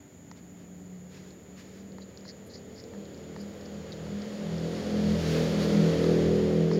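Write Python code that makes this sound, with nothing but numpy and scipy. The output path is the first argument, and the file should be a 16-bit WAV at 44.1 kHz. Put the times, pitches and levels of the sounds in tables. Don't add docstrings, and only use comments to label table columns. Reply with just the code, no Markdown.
import sys
import numpy as np
from scipy import signal
from scipy.fft import rfft, irfft, next_fast_len
from scipy.io import wavfile
from scipy.ndimage import uniform_filter1d

SR = 44100
rng = np.random.default_rng(int(sys.argv[2]) if len(sys.argv) > 2 else 0)


def persist_wave(psi):
    counts = np.round(np.clip(psi, -1, 1) * 32767).astype(np.int16)
    wavfile.write(sys.argv[1], SR, np.atleast_2d(counts).T)


N = 299439
TIME = np.arange(N) / SR

# f/Hz, level/dB
ROOM_EQ = [(30, -24), (60, -1), (100, 5), (220, 11), (300, 4), (450, -5.5), (700, -4), (1200, -18.5),
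           (2200, -14.5), (2900, -30), (4600, -33), (5800, -24.5), (8500, -32), (12000, -27),
           (15500, -25.5)]
# f/Hz, level/dB
FAN_HUM = [(96, -64), (287, -61.5), (383, -67.5), (624, -73)]
# f/Hz, level/dB
HISS_EQ = [(5600, -36), (6400, -8), (6750, 5), (6950, 8.5), (7150, 3), (7450, -8.5), (7900, -41)]

# t/s, firing rate/Hz
FIRING_RATE = [(0.0, 35.9), (0.07, 35.03), (0.91, 36.12), (1.78, 38.37), (3.7, 40.69), (3.97, 40.16),
               (4.25, 41.58), (5.16, 41.66), (5.29, 40.87), (6.79, 41.04)]
# multiple of the firing rate, level/dB
THUD_PARTIALS = [(1, -18), (2, -0.5), (3, -4)]
# t/s, level/dB
THUD_RIDE = [(0.0, -62), (0.07, -64.5), (3.33, -54), (3.5, -55), (4.1, -46.5), (4.37, -57), (4.56, -42.5),
             (4.9, -45), (5.11, -34.5), (5.88, -42.5), (6.31, -33.5), (6.79, -46.5)]
# t/s, level/dB
BOOM_RIDE = [(0.0, -59.5), (0.64, -47), (2.89, -55.5), (2.99, -40), (3.1, -52.5), (3.44, -39), (3.69, -51),
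             (3.76, -36), (3.82, -43.5), (4.16, -36.5), (4.23, -42), (4.65, -32.5), (4.82, -39.5),
             (4.93, -29), (5.09, -25), (5.56, -28.5), (5.8, -22), (5.98, -31.5), (6.05, -22), (6.39, -27.5),
             (6.66, -23.5), (6.79, -26)]
# t/s, level/dB
BARK_RIDE = [(0.1, -60.5), (2.45, -50.5), (2.82, -45.5), (4.09, -46.5), (4.66, -36.5), (5.21, -34.5),
             (5.43, -26.5), (5.5, -32), (6.04, -24.5), (6.7, -25.5)]
# multiple of the firing rate, level/dB approaching, level/dB with the pipe facing
BARK_PARTIALS = [(6, 0, -9), (7, -4.5, -4.5), (8, -3, -8), (9, -1.5, 1), (10, -2, 1), (11, 3, 0.5),
                 (12, -1.5, 1), (13, -6, -6), (14, -3, -11.5), (15, -27, -13.5), (16, -11, -26),
                 (17, -14, -21), (18, -25, -38), (19, -27, -23.5), (20, -18, -36)]
# t/s, share/0-1
PIPE_FACING = [(5.3, 0.1), (6.1, 1)]
# f/Hz, level/dB
PIPE_EQ = [(40, -27), (75, -18), (120, -13), (190, 3), (260, -5.5), (350, 0), (470, 2.5), (570, -1.5),
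           (720, -8.5), (900, -14), (1500, -30)]
# f/Hz, level/dB
RUSH_BODY_EQ = [(35, -5), (60, 0), (110, 11.5), (600, -4), (950, -2.5), (1300, .5), (1550, -0.5), (1870, 1),
                (2650, -5.5), (3200, -4), (3700, -9), (4500, -27)]
# f/Hz, level/dB
RUSH_TREBLE_EQ = [(2900, -3.5), (3300, -1.5), (3900, -2), (4450, 1), (5200, -3), (5900, -6.5), (6900, -5),
                  (7800, -19.5), (9500, -19), (12500, -21.5), (15500, -28)]

# t/s, level/dB
PLOP_CUES = [(0.314, -39.5), (1.984, -40.5), (2.253, -44.5), (2.936, -43.5), (2.948, -44), (3.363, -36),
             (4.067, -44), (6.042, -33), (6.714, -29.5)]
# f/Hz, t60/s, level/dB
PLOP_RING = [(920.4, 0.0091, 12), (1310, 0.012, 1.5), (1790, 0.017, 1)]
# t/s, level/dB, f/Hz
TICK_CUES = [(0.3137, -45, 5440), (1.3064, -46, 4360), (1.9205, -50, 4430), (2.174, -37.5, 4770),
             (2.2081, -49, 5010), (2.2892, -42, 4776), (2.7995, -40, 4860), (2.839, -42, 5000),
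             (3.054, -47, 3950), (3.1448, -47, 4600), (3.1767, -48, 4910), (3.6107, -45, 4907),
             (3.6596, -43, 4975), (3.921, -34.5, 4420), (3.9263, -39, 3920), (4.2201, -38, 4690),
             (4.5816, -37, 4978), (6.0414, -29, 4070), (6.7346, -37, 4910)]
# centre t/s, half length/s, level/dB
RUSTLE_CUES = [(0.378, 0.021, -61), (0.61, .03, -65), (1.16, 0.051, -57), (1.271, 0.059, -61),
               (1.595, 0.029, -54.5), (1.679, 0.059, -62), (1.787, 0.056, -60.5), (5.34, 0.14, -41.5),
               (5.63, .035, -43), (6.16, 0.038, -52)]
# centre t/s, half length/s, level/dB, f/Hz
SMACK_CUES = [(2.025, 0.013, -56.5, 4500), (2.26, .012, -57, 4600), (2.294, 0.019, -47.5, 4830),
              (2.509, 0.011, -56.5, 4600), (2.553, 0.028, -51.5, 4760), (2.764, .005, -55, 4960),
              (2.79, 0.024, -54, 4900), (3.407, 0.026, -58, 4900), (3.66, 0.0072, -56, 4983),
              (3.932, 0.0046, -49.5, 4144), (6.742, 0.029, -47.5, 4930)]
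# centre t/s, half length/s, level/dB
FIZZ_CUES = [(2.475, 0.014, -65), (3.416, .006, -65)]

PASS_S, SPEED_M_S, ROAD_M = 5.734, 10.25, 9.04


def undb(db):
    return 10 ** (np.asarray(db) / 20)


def unit(x):
    return x / np.sqrt(np.mean(x ** 2))


def curve(table):
    return np.interp(TIME, *np.transpose(table))


def colour(x, eq):
    hz, db = np.transpose(eq)
    size = next_fast_len(N)
    octave = np.log2(np.maximum(np.arange(size // 2 + 1) * SR / size, 1))
    outside = np.abs(octave - np.clip(octave, np.log2(hz[0]), np.log2(hz[-1])))
    gain = undb(np.interp(octave, np.log2(hz), db) - 20 * outside)
    return unit(irfft(rfft(x, size) * gain, size)[:N])


def band(x, lo_hz, hi_hz, order):
    return signal.sosfilt(signal.butter(order, [lo_hz, hi_hz], "band", fs=SR, output="sos"), x)


def noise():
    return rng.standard_normal(N)


def walk(rate_hz):
    hold = int(SR / rate_hz)
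    steps = np.repeat(rng.standard_normal(N // hold + 2), hold)
    return unit(uniform_filter1d(uniform_filter1d(steps, hold), hold)[:N])


def crackle(per_s, spread_db=4):
    clicks = (rng.random(N) < per_s / SR) * rng.choice([-1, 1], N)
    return clicks * undb(spread_db * np.minimum(rng.exponential(size=N), 2))


def swell(centre_s, half_s):
    return np.exp(-np.minimum(((TIME - centre_s) / half_s) ** 2, 40))


def harmonic(turns, multiple, echo, drift_rad=2.12):
    phase = 2 * np.pi * (multiple * turns + rng.random()) + .35 * walk(6)
    detour = 2 * np.pi * rng.random() + drift_rad * walk(7)
    return unit(np.sin(phase) + echo * np.sin(phase + detour))


def room():
    hum = sum(undb(db) * harmonic(TIME, hz, echo=0.37) for hz, db in FAN_HUM)
    tone = undb(-53) * colour(noise(), ROOM_EQ) * undb(.5 * walk(5.26))
    hiss = undb(-62) * colour(noise(), HISS_EQ)
    return tone + hum + hiss


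def distance_db(db_per_decade=35.5):
    metres = np.hypot(SPEED_M_S * (TIME - PASS_S), ROAD_M)
    return -db_per_decade * np.log10(metres / ROAD_M)


def exhaust(street_t60_s=0.8):
    firing_hz = curve(FIRING_RATE) * (1 + .005 * walk(25) + .003 * walk(5))
    turns = np.cumsum(firing_hz) / SR
    thud = unit(sum(undb(db) * harmonic(turns, k, echo=0.26) for k, db in THUD_PARTIALS))
    uneven = np.diff(np.floor(turns), prepend=0) * np.sign(noise())
    street_reverb = noise()[:SR] * undb(-60 * TIME[:SR] / street_t60_s)
    rattle = colour(signal.fftconvolve(uneven, street_reverb)[:N], PIPE_EQ)
    return (undb(curve(THUD_RIDE) - 1.5) * thud
            + undb(curve(BOOM_RIDE) - 0.5) * boom(turns)
            + undb(curve(BARK_RIDE) - 1.5) * bark(turns)
            + undb(distance_db() - 34.5) * rattle)


def boom(turns, sweep_s=0.71, fifth_leads_s=4.98, swing_db=7, throb_db=2):
    sweep = np.cos(2 * np.pi * (TIME - fifth_leads_s) / sweep_s)
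    balance = undb(3 + 0.73 * distance_db() - swing_db * sweep)
    fourth, fifth = (harmonic(turns, k, echo=.3) * undb(throb_db * walk(11)) for k in (4, 5))
    return (balance * fourth + fifth) / np.hypot(balance, 1)


def bark(turns, growl_db=4.5, growl_multiple=6.9):
    facing = curve(PIPE_FACING)
    abreast = swell(centre_s=5.63, half_s=0.78)
    out = 0
    for k, approach_db, facing_db in BARK_PARTIALS:
        boost_db = growl_db * abreast * np.exp(-(k - growl_multiple) ** 2 / 2)
        level_db = approach_db + (facing_db - approach_db) * facing + boost_db
        out += undb(level_db) * harmonic(turns, k, echo=.9, drift_rad=.17 * k)
    return unit(out)


def tyres(closest_db=-41.5, far_traffic_db=-67.5, forward_db=1.5):
    near_db = distance_db()
    ahead = np.sin(np.arctan(SPEED_M_S * (PASS_S - TIME) / ROAD_M))
    body = colour(noise(), RUSH_BODY_EQ) * undb(.5 + .5 * walk(22.05))
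    treble_db = -3 + 0.21 * near_db + forward_db * ahead
    treble = colour(noise(), RUSH_TREBLE_EQ) * undb(treble_db + .5 * walk(25))
    return np.hypot(undb(closest_db + near_db), undb(far_traffic_db)) * (body + treble)


def plops(trim_db=2):
    out = np.zeros(N + SR)
    t = TIME[:SR // 20]
    for start_s, db in PLOP_CUES:
        detunes = 1 + 0.085 * rng.standard_normal(len(PLOP_RING))
        ring = sum(undb(mode_db - 60 * t / t60) * np.sin(2 * np.pi * hz * detune * t)
                   for (hz, t60, mode_db), detune in zip(PLOP_RING, detunes))
        ring = band(ring, 780, 2400, order=3)
        out[int(start_s * SR):][:len(t)] += undb(db + trim_db) * ring / np.abs(ring).max()
    return out[:N]


def bubble(hz, attack_cycles):
    cycles = TIME[:SR // 20] * hz
    envelope = cycles / attack_cycles * np.exp(1 - cycles / attack_cycles)
    return envelope * np.sin(2 * np.pi * cycles)


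def ticks(trim_db=2.5, splash_db=-18, splash_t60_s=0.045, plop_bubble_hz=4300):
    out = np.zeros(N + SR)
    t = TIME[:SR // 20]
    plop_bubbles = [(start_s, db - 10, plop_bubble_hz) for start_s, db in PLOP_CUES]
    for start_s, db, hz in list(TICK_CUES) + plop_bubbles:
        splash = unit(band(rng.standard_normal(len(t)), 3700, 6500, order=6))
        tick = bubble(hz, attack_cycles=1.3) + splash * undb(splash_db - 60 * t / splash_t60_s)
        out[int(start_s * SR):][:len(t)] += undb(db + trim_db) * tick
    return band(out[:N], 3150, 7000, order=4)


def rustles():
    eq = [(700, -4), (1800, 4), (3000, -0.5), (4500, 0.5), (6800, -6), (8000, -17), (14000, -19)]
    brush = colour(crackle(per_s=14000, spread_db=3), eq)
    return brush * sum(undb(db) * swell(centre_s, half_s) for centre_s, half_s, db in RUSTLE_CUES)


def smacks(mouth_db=-12, wet_db=-12):
    tearing = crackle(per_s=1100)
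    mouth = undb(mouth_db) * unit(band(tearing, 1700, 2180, order=3))
    wet_sheen = undb(wet_db) * unit(band(tearing, 5500, 6717.4, order=5))
    bursts = [crackle(per_s=450) for _ in range(3)]
    out = 0
    for centre_s, half_s, db, hz in SMACK_CUES:
        froth = sum(signal.oaconvolve(clicks, bubble(hz * detune, attack_cycles=2.6))[:N]
                    for clicks, detune in zip(bursts, (.92, 1, 1.05)))
        out += undb(db) * swell(centre_s, half_s) * (unit(froth) + mouth + wet_sheen)
    spray = unit(band(crackle(per_s=2000), 8800, 13500, order=3))
    return out + spray * sum(undb(db) * swell(centre_s, half_s) for centre_s, half_s, db in FIZZ_CUES)


def scene():
    cat = plops() + ticks() + smacks() + rustles()
    bike = exhaust() + tyres()
    return (cat + bike + room())[None]


def record(dry, fade_s=.004, top_hz=15750):
    fade_in = np.minimum(TIME / fade_s, 1)
    high_cut = signal.ellip(10, .1, 80, top_hz, fs=SR, output="sos")
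    return signal.sosfilt(high_cut, dry * fade_in)


dry = scene()
out = record(dry)
persist_wave(out)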